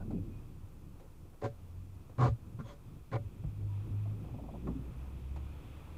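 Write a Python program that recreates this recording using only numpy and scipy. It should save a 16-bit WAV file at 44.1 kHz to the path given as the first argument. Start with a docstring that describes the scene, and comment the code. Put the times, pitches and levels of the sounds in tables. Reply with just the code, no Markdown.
"""Vehicles drone and swish past a wet junction, heard from inside a waiting car: gliding exhaust tones
over rumble, tyre roar and spray. Something in the cabin, perhaps a lever or a seat, rasps in short
bursts of slips that shake the trim. The wipers thrum and judder through two sweeps while the car's
own engine sinks to idle, with soft thuds, plastic ticks and faint squeaks in between."""
import sys
import numpy as np
from scipy import signal
from scipy.fft import rfft, irfft, next_fast_len
from scipy.io import wavfile
from scipy.ndimage import map_coordinates

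SR = 44100
rng = np.random.default_rng(int(sys.argv[2]) if len(sys.argv) > 2 else 0)


def file_out(sig):
    """Save sig as 16-bit WAV at sys.argv[1]."""
    # one column per channel
    cols = np.atleast_2d(sig).T
    # limit, then scale
    lim = np.clip(cols, -1, 1)
    pcm = np.round(lim * 32767).astype(np.int16)
    wavfile.write(sys.argv[1], SR, pcm)


N = 263673
NOW = np.arange(N) / SR

# Colours of road rumble, tyre roar and wet spray through closed windows: f/Hz, level/dB
ROAD_RUMBLE = [(20, -17), (50, 4.5), (100, 2.5), (160, 0), (220, -8), (320, -8), (480, -22.5), (700, -43.5),
               (4000, -68)]
TYRE_ROAR = [(300, -14), (480, 3.5), (620, -2), (950, -2), (1300, -4.5), (1650, -14), (2200, -20),
             (3500, -28.5)]
WET_SPRAY = [(1400, -12), (2200, -3), (2530, 3), (2900, -5), (3400, -3.5), (4100, -14), (5500, -20),
             (9000, -32)]
# Pass-bys: nearest t/s, time for the drone to fall 12 dB/s, exhaust f/Hz, glide/(Hz/s), drone/dB,
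# octave re firing tone/dB, rumble/dB, spray/dB
PASS_BYS = [(.25, 0.4, 100.7, -25, -52.5, -24, -52, -77.5), (1.831, 0.29, 91.5, 26, -46.5, -30, -63, -82),
            (3.692, 0.22, 101, -11.5, -35, -30, -56, -82), (4.02, 0.18, 103.2, 5, -34, -32, -49.5, -73.5),
            (5.15, 1.1, 66.22, 12.5, -42.5, -12.5, -48.5, -72.5), (5.9, 0.7, 73.66, 8, -50, -29, -56, -69)]
def traffic(half_power_s=0.48, far_rumble_db=-59.5, far_roar_db=-71.5, roar_over_spray_db=6):
    """Each vehicle brings its drone, rumble, tyre roar and spray over the wash of far traffic."""
    drones, rumble_power, spray_power = 0, 0, 0
    for s, fall_s, hz, glide, drone_db, octave_db, rumble_db, spray_db in PASS_BYS:
        drones += exhaust_drone(s, fall_s, hz, glide, drone_db, octave_db)
        rumble_power += amp(rumble_db) ** 2 * nearness(s, half_power_s)
        spray_power += amp(spray_db) ** 2 * nearness(s, half_power_s)
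    rumble_gain = np.hypot(amp(far_rumble_db), np.sqrt(rumble_power))
    roar_gain = np.hypot(amp(far_roar_db), amp(roar_over_spray_db) * np.sqrt(spray_power))
    rumble = rumble_gain * amp(2.0 * wobble(11)) * noise(ROAD_RUMBLE)
    roar = roar_gain * amp(1.2 * wobble(7.5)) * noise(TYRE_ROAR)
    spray = np.sqrt(spray_power) * amp(0.88 * wobble(9.4)) * noise(WET_SPRAY)
    return drones + rumble + roar + spray


# Low partials of every exhaust: multiple of the firing tone, level/dB
EXHAUST_ORDERS = [(1 / 2, -19), (1, 0), (3 / 2, -17.5)]
def exhaust_drone(s, fall_s, hz, glide, db, octave_db, pull_s=1.1, waver_db=1.8, drift=.012):
    """An exhaust swells, glides with the vehicle's speed and fades; only low orders pass the glass."""
    pitch = (hz + glide * np.clip(NOW - s, -pull_s, pull_s)) * (1 + drift * wobble(14))
    phase = 2 * np.pi * np.cumsum(pitch) / SR
    tone = sum(amp(order_db + waver_db * wobble(16)) * np.sin(order * phase + rng.uniform(0, 2 * np.pi))
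               for order, order_db in [*EXHAUST_ORDERS, (2, octave_db)])
    return amp(db) * nearness(s, fall_s) ** 2 * unit(tone)


# Ringing modes of the trim: f/Hz, width/Hz, level/dB
TRIM_MODES = [(245, 19.7, 3.5), (360, 84, -6.5), (437.4, 19, 2), (518, 25, -2.5), (569, 15, 5.5),
              (681, 35, -8.5), (737.5, 20.5, 1.5), (821, 29, -6), (969, 61, -4.5), (1085, 78, -4.5),
              (1199, 33, -4), (1368, 35, -8), (1462, 31, -10), (1567, 28, 0.5), (1812, 40, -2.5),
              (1980, 66, -5), (2115, 38, -5), (2270, 58, -6.5)]
# Colour of grit, also the bright edge of a knock: f/Hz, level/dB
GRIT_COLOUR = [(900, -1.5), (2000, 1.5), (3000, -4.5), (4200, -3), (5500, -10.5), (6900, -7), (9000, -16),
               (13000, -31)]
# Rasp cues: t/s, length/s, slip rate/Hz, unevenness 0-1, favoured f/Hz, boom/dB, low ring/dB,
# mid ring/dB, high ring/dB, grit/dB
RASP_CUES = [(1.415, 0.051, 135, 0.49, 425, -38, -37, -48, -56.5, -57),
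             (2.182, .1, 130, 0.14, 1090, -26.5, -35.5, -37.5, -53.5, -54),
             (2.588, 0.019, 173, 0.26, 1390, -39, -54.5, -52.5, -66, -69),
             (2.636, .1, 170, 0.2, 573, -66, -57.5, -63, -74, -66.5),
             (3.116, 0.048, 158, 0.45, 3800, -33, -39.5, -46.5, -54, -68)]
def rasps(slip_t60=0.035, cabin_t60=0.13, scrape=0.16, grit_power=1.6, stop_lag_s=0.0316):
    """A run of slips pumps the cabin air, rings the trim, sheds grit and thuds into a stop."""
    out, t = np.zeros(N), NOW[:SR // 3]
    for s, length, rate_hz, uneven, spot_hz, boom_db, low_db, mid_db, high_db, grit_db in RASP_CUES:
        slips = slip_train(length, rate_hz, uneven, len(t))
        # every slip scrapes for a moment, so no two ring the trim alike
        scraping = signal.fftconvolve(slips, amp(-60 * t / slip_t60))[:len(t)]
        drive = favour(slips + scrape * scraping * rng.standard_normal(len(t)), spot_hz, boost_db=4.5)
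        # the hardest slips shed most grit, which builds up as it echoes round the cabin
        echoing = signal.fftconvolve(slips ** grit_power, amp(-60 * t / cabin_t60))[:len(t)]
        boom = resonate(resonate(slips, [(111.2, 18.6, 0)]), [(117, 190, 0)])
        low = resonate(drive, [m for m in TRIM_MODES if m[0] < 850])
        mid = resonate(drive, [m for m in TRIM_MODES if 850 <= m[0] < 1520])
        high = resonate(drive, [m for m in TRIM_MODES if m[0] >= 1520])
        grit = echoing * noise(GRIT_COLOUR, len(t))
        layers = [(boom, boom_db), (low, low_db), (mid, mid_db), (high, high_db), (grit, grit_db)]
        add(out, s, sum(amp(db) * unit(x) for x, db in layers) * np.sqrt(length / t[-1]))
        add(out, s + length + stop_lag_s, thud(boom_db - 0.5, hz=114.5))
    return filtered(out, lambda hz: 1 / (1 + (hz / 9000) ** 6))


def slip_train(length, rate_hz, uneven, count, slowing=.05):
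    """Stick-slip friction: uneven impulses whose force swells and eases."""
    jitter, scatter_db = rng.standard_normal((64, 2)).T
    at = (np.arange(len(jitter)) + np.clip(uneven * jitter, -.5, .5)) / rate_hz
    at[0] = 0
    at *= 1 + slowing * at / length  # the slips come more slowly as the push eases
    force = (1 + np.sin(np.pi * at / length)) * amp(scatter_db) * (at < length)
    return np.bincount((at * SR).astype(int), force, count)[:count]


# Colour of the wiper linkage: f/Hz, level/dB
LINKAGE_THRUM = [(60, -70), (110, 4), (170, 8), (300, 3), (400, -5.5), (550, -16), (1200, -47), (4000, -90)]
# Wiper turns: t/s, knock/dB, edge/dB, favoured f/Hz
WIPER_TURNS = [(.105, -43.5, -66, 703), (4.669, -38, -65, 990)]
def wiper_linkage(lead_s=0.566, tail_s=0.22, fade_s=.04, thrum_db=-51.5, strain_db=10.5, rough_db=2.5):
    """The linkage thrums through each sweep, then strains and knocks at the turn."""
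    out = np.zeros(N)
    for s, knock_db, edge_db, spot_hz in WIPER_TURNS:
        running = (np.tanh((NOW - s + lead_s) / fade_s) - np.tanh((NOW - s - tail_s) / fade_s)) / 2
        strain = np.exp(-((NOW - s - 0.032) / 0.089) ** 2)  # peaks just after the turn
        out += amp(thrum_db + strain_db * strain + rough_db * wobble(25)) * running * noise(LINKAGE_THRUM)
        add(out, s, knock(knock_db, edge_db, spot_hz))
        add(out, s + 0.01286, thud(db=-36.5, hz=240.3))  # the arms bump as they turn
    return out


# Colour of rubber skipping on glass: f/Hz, level/dB
RUBBER_COLOUR = [(300, -6), (500, 6), (700, 8), (900, 3), (1200, -8.5), (1800, -44)]
# Judder cues: t/s, length/s, first skip/dB
JUDDER_CUES = [(.003, .02, -50.5), (4.051, .02, -54.5), (4.231, .33, -55.5)]
def blade_judder(gap_s=.0503, swell_s=0.0094, growth_db_per_s=19, scatter_db=2, jitter_s=0.00294):
    """The rubber blades skip over the glass, once or in a growing stutter."""
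    out = np.zeros(N)
    age = NOW[:SR // 8] / swell_s
    envelope = age * np.exp(1 - age)
    for s, length, db in JUDDER_CUES:
        for lag in np.arange(0, length, gap_s):
            gain = amp(db + growth_db_per_s * lag + scatter_db * rng.standard_normal())
            onset = s + lag + jitter_s * rng.standard_normal()
            add(out, onset, gain * envelope * noise(RUBBER_COLOUR, len(age)))
    return out


# Orders 2, 3, 4 and 5 of the car's own engine: level/dB
ENGINE_ORDERS = [-5, 15, -17.5, -25]
def engine(idle_hz=16.2, extra_hz=15, settle_s=.58, waver_db=5):
    """The engine sinks to idle and quietens as it slows; its overtones waver as the body flexes."""
    revs = np.exp(-NOW / settle_s)
    phase = 2 * np.pi * np.cumsum(idle_hz + extra_hz * revs) / SR
    throb = np.sin(phase)
    overtones = sum(amp(db + waver_db * wobble(3.9)) * np.sin(order * phase + rng.uniform(0, 2 * np.pi))
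                    for order, db in enumerate(ENGINE_ORDERS, 2))
    return amp(-57.5 + 13 * revs) * unit(throb) + amp(-64.5 + 25 * revs) * unit(overtones)


# Thud cues: t/s, peak/dB, f/Hz
THUD_CUES = [(0.152, -33.5, 130), (.205, -33, 98), (.634, -39, 93.3), (2.287, -28, 68.6), (2.542, -37, 115),
             (2.6, -41.5, 220), (2.861, -44.5, 113), (3.249, -33.5, 98.5), (3.391, -36, 102),
             (3.44, -32.5, 143), (3.455, -35, 54.6), (4.324, -34, 113), (4.751, -36, 268.5),
             (4.79, -41, 131)]
def body_thuds():
    """Bumps on the bodywork; those just after each wiper turn, sinking in pitch, come from the wiper motor
    running down."""
    out = np.zeros(N)
    for s, db, hz in THUD_CUES:
        add(out, s, thud(db, hz))
    return out


def thud(db, hz, swell_s=0.011):
    """A soft bump swells and dies in a few cycles."""
    t = NOW[:SR // 4]
    return amp(db) * t / swell_s * np.exp(1 - t / swell_s) * np.sin(2 * np.pi * hz * t)


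# Knock cues: t/s, body/dB, edge/dB, favoured f/Hz
KNOCK_CUES = [(.953, -58.5, -77, 540), (.997, -50, -66, 530), (1.04, -55.5, -75, 497),
              (1.251, -59, -84, 400), (1.335, -57, -75, 494), (2.093, -53, -73, 600),
              (3.437, -50, -76, 198), (5.359, -45.5, -60.5, 1100)]
def cabin_knocks():
    """Stray knocks and ticks of the cabin's plastic."""
    out = np.zeros(N)
    for s, db, edge_db, spot_hz in KNOCK_CUES:
        add(out, s, knock(db, edge_db, spot_hz))
    return out


# Colour of hollow plastic: f/Hz, level/dB
PLASTIC_COLOUR = [(120, -10), (250, 10), (500, 6.5), (750, 0.5), (1100, -3.5), (1500, -16), (2500, -21.5),
                  (5000, -67)]
def knock(db, edge_db, spot_hz, body_t60=0.12, edge_t60=0.1, attack_s=0.0018):
    """A hollow plastic knock with a brief sharp edge."""
    t = NOW[:SR // 4]
    hollow = favour(noise(PLASTIC_COLOUR, len(t)), spot_hz, boost_db=3)
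    body = amp(db - 60 * t / body_t60) * unit(hollow)
    edge = amp(edge_db - 60 * t / edge_t60) * noise(GRIT_COLOUR, len(t))
    return (body + edge) * (1 - np.exp(-t / attack_s))


# Squeak cues: t/s, length/s, f/Hz, width/Hz, level/dB
SQUEAK_CUES = [(0, 0.033, 1480, 69.5, -61.5), (.14, .05, 2520, 70, -73), (0.296, 0.11, 2480, 70, -73.5),
               (2.633, .11, 3330, 300, -67), (2.638, .09, 6460, 600, -75), (3.673, 0.087, 962, 50, -65.5)]
def squeaks():
    """Rubbing rubber or plastic excites one narrow resonance for a moment."""
    out = np.zeros(N)
    for s, length, hz, width, db in SQUEAK_CUES:
        arch = np.sin(np.linspace(0, np.pi, int(length * SR)))
        mode = [(hz, width, 0)]
        tone = resonate(resonate(rng.standard_normal(SR // 2), mode), mode)[-len(arch):]
        add(out, s, amp(db) * arch * unit(tone))
    return out


def nearness(s, half_s):
    """Inverse square of the distance to a pass-by: 1 at time s, a half half_s away."""
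    return 1 / (1 + ((NOW - s) / half_s) ** 2)


def favour(x, hz, boost_db):
    """The spot that is touched brings out a third of an octave around hz."""
    return x + resonate(x, [(hz, hz / 4, boost_db)])


def resonate(x, modes):
    """x through resonances of alternating sign: f/Hz, width/Hz, level/dB."""
    return filtered(x, lambda f: sum((-1) ** k * amp(db) * 1j * f * width / (hz**2 - f**2 + 1j * f * width)
                                     for k, (hz, width, db) in enumerate(modes)))


def noise(colour, count=N):
    """Noise of rms 1 with a colour: f/Hz, level/dB."""
    f, db = np.transpose(colour)
    white = rng.standard_normal(count)
    return unit(filtered(white, lambda hz: amp(np.interp(np.log(hz + 1), np.log(f), db))))


def filtered(x, response):
    """x through a complex frequency response."""
    size = next_fast_len(len(x) + SR // 2)
    return irfft(rfft(x, size) * response(np.fft.rfftfreq(size, 1 / SR)), size)[:len(x)]


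def wobble(rate):
    """A smooth random curve, rate knots a second."""
    return map_coordinates(rng.standard_normal(int(N * rate / SR) + 4), [NOW * rate])


def amp(db):
    """Decibels to gain."""
    return 10 ** (np.asarray(db) / 20)


def unit(x):
    """Scale to rms 1."""
    return x / np.sqrt(np.mean(x ** 2) + 1e-20)


def add(track, s, sound):
    """Mix a sound into the track at time s."""
    part = track[max(0, round(s * SR)):][:len(sound)]
    part += sound[:len(part)]


def scene():
    """The mono mix behind the windscreen: traffic outside, the car's own sounds within."""
    car = engine() + wiper_linkage() + blade_judder() + rasps()
    car += squeaks() + body_thuds() + cabin_knocks()
    return (traffic() + car)[None]


def record(dry, top_hz=15600):
    """The small microphone adds its own hiss and keeps nothing above its band limit."""
    hiss = amp(-73.5) * noise([(200, -2.5), (3000, -1.5), (8000, -1.5), (15000, -2.0)])
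    return filtered(dry[0] + hiss, lambda hz: hz < top_hz)[None]


dry = scene()
out = record(dry)
file_out(out)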